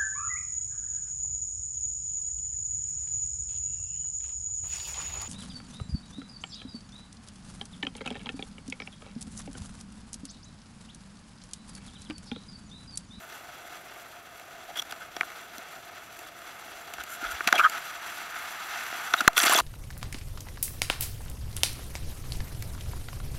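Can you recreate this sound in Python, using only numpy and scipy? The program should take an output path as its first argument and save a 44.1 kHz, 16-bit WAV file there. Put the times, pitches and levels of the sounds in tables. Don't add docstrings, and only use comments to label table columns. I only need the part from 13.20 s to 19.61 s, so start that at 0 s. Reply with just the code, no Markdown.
import sys
import numpy as np
from scipy import signal
from scipy.io import wavfile

SR = 44100
rng = np.random.default_rng(int(sys.argv[2]) if len(sys.argv) > 2 else 0)


def int16_out(signal):
    q = np.round(np.clip(np.atleast_2d(signal).T, -1, 1) * 32767)
    wavfile.write(sys.argv[1], SR, q.astype(np.int16))


N = 282681

# start in seconds, first pitch in Hz, last pitch in Hz, glide time in
# seconds, level in dB, time to fade by 60 dB in seconds, tail level in dB, tail 60 dB fade in seconds.
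SLAP = (6.0777, 2050, 670, .004, 10, .011, -18, .07)


def wash():
    # start in seconds, end in seconds, then the change in dB
    covered = (6.083, 6.17, -6, -9, -12, -14)
    start, end = covered[:2]
    t = np.arange(N) / SR
    cover = np.clip(np.minimum((t - start) / .002, (end - t) / .04), 0, 1)
    shared_swell_db = 0.15 + 1.0 * drift(4.7) + drift(49)
    own_swell_db = np.array([spread_db * drift(37) for spread_db in (0.3, 0.95, 1.2, 1.66)])
    change_db = shared_swell_db + own_swell_db + np.outer(covered[2:], cover)
    hiss = rms_one(rng.standard_normal((4, N)) + 0.2 * grains(600, 7.0))
    return wash_gains() * amp(change_db) * hiss


def wash_gains():
    # time in seconds, level in dB before the colour is added.
    growth = [(0.1, -48), (0.5, -49.5), (1.3, -50.5), (2.4, -48), (3.0, -48), (3.7, -47), (4.0, -45.5),
              (4.17, -41.5), (4.26, -38.5), (4.6, -41.5), (4.8, -42), (5.2, -40), (5.5, -38), (5.9, -38),
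              (6.04, -39)]
    # level in dB of one range, low to top.
    far_colour = [-2.5, 0, -4.5, -8.5]
    # dB for every dB of growth in one range, low to top.
    colour_shift = [-0.88, 0.061, -0.061, -0.15]
    far_db = -50
    level = np.interp(np.arange(N) / SR, *np.transpose(growth))
    return amp(level + np.c_[far_colour] + np.outer(colour_shift, level - far_db))


def spray():
    patter = []
    for _ in range(4):
        drops = rng.standard_normal(N) + 0.98 * grains(1500, 5.3)
        patter.append(amp(4.9 * drift(99)) * drops)
    return spray_gains() * rms_one(np.array(patter))


def spray_gains():
    # level in dB of one range, low to top.
    first_colour = [-15.5, -1, -5, -7]
    # dB per second in one range, low to top.
    colour_shift = [57, 6, 25, 0.1]
    start_s, rise_s, rise_db = 6.152, 0.016, 41
    level_db, sag_db_per_s = -24.5, 15.5
    age = np.arange(N) / SR - start_s
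    level = level_db - rise_db * np.clip(1 - age / rise_s, 0, 1) - sag_db_per_s * age
    return (age > 0) * amp(level + np.c_[first_colour] + np.outer(colour_shift, np.maximum(age, 0)))


def bubbles():
    pops = spray_gains()[1] * grains(900, 4.6)
    dealt = rng.integers(0, 24, N)
    total = 0
    for k, hz in enumerate(np.geomspace(800, 13000, 24)):
        total = total + resonance(pops * (dealt == k) + 1e-18, hz, hz / 20.0)
    return amp(13.5) * total


def slap():
    start, first_hz, last_hz, glide, level_db, t60, tail_db, tail_t60 = SLAP
    age = np.maximum(np.arange(N) / SR - start, 0)
    turns = last_hz * age + (first_hz - last_hz) * glide * (1 - np.exp(-age / glide))
    loudness = amp(level_db - 60 * age / t60) + amp(tail_db - 60 * age / tail_t60)
    return -loudness * np.sin(2 * np.pi * turns)


def push():
    # delay after the slap in seconds, push length in seconds, push level in dB, level in dB of the
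    # lasting offset, settling time in seconds.
    membrane = (.0005, .0016, -2, -41, .05)
    delay, length, push_db, offset_db, settle = membrane
    age = np.maximum(np.arange(N) / SR - SLAP[0] - delay, 0)
    thrown = amp(push_db) * np.sin(np.pi * np.clip(age / length, 0, 1))
    return thrown + amp(offset_db) * (age > 0) * np.exp(-age / settle)


def knocks():
    # start in seconds, strength in dB, brightness in dB, time for the rattle to fade by 60 dB in
    # seconds, pitch of the struck spot in Hz, level of its ring in dB.
    contacts = [(1.197, -47.5, 3, .006, 6000, -48), (1.723, -26.5, -16, 0.013, 3320, -28),
                (1.965, -27.5, -18, 0.019, 5630, -29), (2.0094, -12.5, -28, 0.0042, 2300, -11),
                (2.0325, -27.5, -32, 0.005, 1400, -19), (2.102, -40, -10, 0.0083, 2220, -34),
                (2.382, -47.5, 10.5, 0.0096, 4100, -37), (2.99, -49, 4, 0.026, 3270, -48),
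                (3.737, -44.5, 8, 0.021, 4100, -38), (3.7827, -33, -21, 0.007, 1480, -28),
                (3.837, -51.5, 15, 0.011, 5900, -44), (4.207, -21.5, -42, 0.015, 1460, -12),
                (4.274, -14, -13.5, 0.033, 3260, -10), (4.2875, -17, -22, .0056, 1460, -10.5),
                (4.326, -8.5, -18.5, 0.012, 1530, -8), (4.355, -25, -10, 0.015, 3300, -28),
                (4.497, -43.5, 11, 0.015, 4700, -33), (5.726, -28, -30, 0.006, 1450, -37),
                (5.9371, -8.5, -25, 0.019, 3500, -13.5), (6.007, -23, -10, 0.023, 1450, -22),
                (6.048, -30, -23, .0056, 1450, -24), (6.078, -6.5, 1.5, 0.0038, 4110, -11),
                (6.132, -45, 2.5, .008, 6040, -48), (6.178, -14.5, -2, 0.0072, 5640, -13),
                (6.296, -29, 5, 0.016, 2960, -22), (6.343, -31, 5, .008, 4700, -18)]
    spot_rise_s, spot_t60_s = .0003, .015
    spared_hz, spared_width_hz = 690, 350
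    length = 2000
    force, spot = np.zeros((4, N + length)), np.zeros(N + length)
    age = np.arange(length) / SR
    for start, strength_db, bright, t60, hz, spot_db in contacts:
        burst = 1.04 * rng.standard_normal(length) * amp(-60 * age / max(t60, .001))
        burst[0] = 6.0
        low_db = -20.5 - 0.56 * strength_db
        upper_db = 4.5 + 0.55 * bright
        colour = np.array([low_db, 0, upper_db, bright])
        i = round(start * SR)
        force[:, i:i + length] += np.outer(amp(strength_db + colour), burst)
        ring = amp(spot_db - 60 * age / spot_t60_s) * (1 - np.exp(-age / spot_rise_s))
        spot[i:i + length] += ring * np.sin(2 * np.pi * hz * age)
    force[1] = force[1] - resonance(force[1], spared_hz, spared_width_hz)
    return force[:, :N], spot[:N]


def rubs():
    # start in seconds, length in seconds, strength in dB, brightness in dB, squeak pitch in Hz,
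    # squeak strength in dB.
    strokes = [(1.48, 0.051, -45, -17, 700, -45), (1.554, 0.015, -33, -10, 3310, -42),
               (1.566, 0.019, -34, -2.5, 3320, -36), (1.584, 0.023, -35.5, -1, 3340, -31.5),
               (1.573, .036, -50, -2, 5810, -39.5), (1.616, 0.011, -33, -4.5, 5880, -42),
               (1.707, 0.0078, -36, -1, 3300, -38), (1.797, 0.054, -39.5, -23, 1470, -48),
               (3.78, 0.048, -37.5, -8, 1490, -40), (3.87, .11, -47, 8, 1444, -42),
               (4.002, 0.04, -41, -10, 1450, -40.5), (4.028, 0.046, -33, -13, 1390, -33),
               (4.06, .03, -42, -13, 3450, -47), (4.079, 0.019, -40, -10, 1450, -40),
               (4.096, 0.039, -37, 0, 1380, -38), (4.14, .02, -40, -7, 1400, -40),
               (4.322, 0.036, -26, -32, 701, -28), (4.342, 0.036, -23.5, -35, 3290, -31),
               (4.373, 0.038, -23.5, -9.5, 2466, -22.5), (4.385, 0.036, -50, -22, 1317, -15),
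               (4.42, 0.061, -43, -15, 1259, -17), (4.426, 0.049, -48, -20, 1448, -20.5),
               (4.43, 0.033, -37, -10, 3204, -31.5), (4.5, 0.088, -36.5, -17, 1340, -38),
               (5.971, 0.041, -33.5, -5, 3750, -37), (6.004, 0.014, -25, -16, 1380, -19.5),
               (6.163, 0.014, -22, -10, 3400, -27), (6.18, 0.015, -31, 1.5, 1446, -27),
               (6.213, .012, -41, 1.5, 5730, -30), (6.229, 0.015, -14, -4.5, 1300, -41),
               (6.254, 0.024, -15, -22, 1580, -27), (6.292, .027, -27, -1, 1585, -22.5),
               (6.318, 0.0173, -22.5, 3, 1037, -18), (6.345, 0.028, -38, -13, 3380, -23.5),
               (6.379, 0.036, -36, -9, 1026, -24)]
    steady_share = 0.54
    t = np.arange(N) / SR
    stroke, squeak = np.zeros((4, N)), np.zeros(N)
    slips = amp(2.2 * drift(220)) * (0.42 * rng.standard_normal(N) + 0.28 * grains(2000, 3.5))
    waver = 1.24 * drift(74)
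    for start, length, strength_db, bright, hz, squeak_db in strokes:
        shape = np.sin(np.pi * np.clip((t - start) / length, 0, 1)) ** 1.12
        colour = np.array([-6.5, 0, 2 + 0.37 * bright, bright])  # dB, low to top range
        stroke += np.outer(amp(strength_db + colour), shape)
        span = slice(round(start * SR), round((start + length) * SR))
        rough = rms_one(resonance(resonance(slips[span], hz, 236), hz, 236))
        steady = np.sin(2 * np.pi * hz * t[span] + waver[span])
        squeak[span] += amp(squeak_db) * shape[span] * (rough + steady_share * steady)
    return stroke * slips, squeak


def jolts():
    # start in seconds, pitch in Hz, level in dB.
    shakes = [(2.38, 268, -42.5), (3.776, 60.3, -52), (4.026, 317, -37), (4.04, 40, -46),
              (4.125, 70, -43.5), (4.267, 222, -34.5), (4.323, 246, -38), (6.012, 273, -33),
              (6.173, 500, -30), (6.235, 312, -25)]
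    cycles = 3.14
    t = np.arange(N) / SR
    total = 0
    for start, hz, level_db in shakes:
        shape = np.sin(np.pi * np.clip((t - start) * hz / cycles, 0, 1))
        total = total + amp(level_db) * shape * np.sin(2 * np.pi * hz * (t - start))
    return total


def rumble():
    # frequency in Hz, relative level in dB per Hz.
    spectrum = [(15, -47), (25, -6.5), (112, -2), (230, -4.5), (352, -14), (460, -6), (600, -5.5),
                (780, -38), (1320, -120)]
    rms_db = -61.5
    hz, level = np.transpose(spectrum)
    edges = 22 * 2 ** np.arange(0, 5.1, .5)
    total = 0
    for low, high in zip(edges, edges[1:]):
        band = signal.butter(2, [low, high], "band", fs=SR, output="sos")
        noise = signal.sosfilt(band, rng.standard_normal(N))
        middle = np.log(low * high) / 2
        total = total + amp(np.interp(middle, np.log(hz), level)) * noise
    return amp(rms_db) * rms_one(total)


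def housing(force):
    range_edges = [150, 800, 2400, 6600, 16500]
    click = np.zeros(8192)
    click[0] = 1
    modes = ringing(click)
    total = 0
    for k, (low, high) in enumerate(zip(range_edges, range_edges[1:])):
        band = signal.butter(3, [low, high], "band", fs=SR, output="sos")
        gain = np.sqrt(np.sum(signal.sosfilt(band, modes) ** 2))
        total = total + signal.sosfilt(band, force[k]) / gain
    return ringing(total)


def ringing(x):
    # frequency in Hz, width in Hz, level in dB.
    shell_modes = [(330, 170, -14.0), (690, 60, 0.0), (840, 310, -9.5), (1250, 120, -2.0),
                   (1470, 180, -3.0), (1820, 280, -7.0), (2120, 250, -7.5), (2720, 310, -10.5),
                   (3360, 260, -11.0), (4090, 410, -16.0), (4640, 380, -17.0), (6020, 520, -17.5),
                   (7240, 260, -15.5), (8440, 1480, -25.0), (10460, 880, -20.5), (12280, 1010, -21.0),
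                   (14070, 410, -21.5), (16370, 3150, -32.5)]
    total = 0
    for k, (hz, width, level_db) in enumerate(shell_modes):
        total = total + (-1) ** k * amp(level_db) * resonance(x, hz, width)
    return total


def resonance(x, hz, width):
    r = np.exp(-np.pi * max(width, 20) / SR)
    return signal.lfilter([(1 - r * r) / 2, 0, (r * r - 1) / 2], [1, -2 * r * np.cos(2 * np.pi * hz / SR), r * r], x)


def grains(per_s, spread_db):
    sizes = amp(spread_db * np.minimum(rng.exponential(1, N), 5)) * rng.choice([-1, 1], N)
    return rms_one(sizes * (rng.random(N) < per_s / SR))


def drift(rate):
    r = np.exp(-80 * np.pi * rate / SR)
    slow = signal.lfilter([1], [1, -2 * r, r * r], rng.standard_normal(N // 40 + 2002))[2000:]
    return np.interp(np.arange(N) / 40, np.arange(len(slow)), rms_one(slow))


def rms_one(x):
    return x / np.sqrt(np.mean(x ** 2) + 1e-20)


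def amp(db):
    return 10 ** (np.asarray(db) / 20)


def scene():
    blows, spots = knocks()
    rubbing, squeak = rubs()
    shaken = housing(wash() + spray() + blows + rubbing)
    direct = spots + squeak + bubbles() + slap() + push() + rumble() + jolts()
    return (shaken + direct)[None]


def record(dry):
    overload, cutoff_hz = .68, 15700
    clipped = dry / (1 + np.abs(dry / overload) ** 6) ** (1 / 6)
    return signal.sosfilt(signal.ellip(10, .5, 60, cutoff_hz, fs=SR, output="sos"), clipped)


dry = scene()
out = record(dry)
int16_out(out)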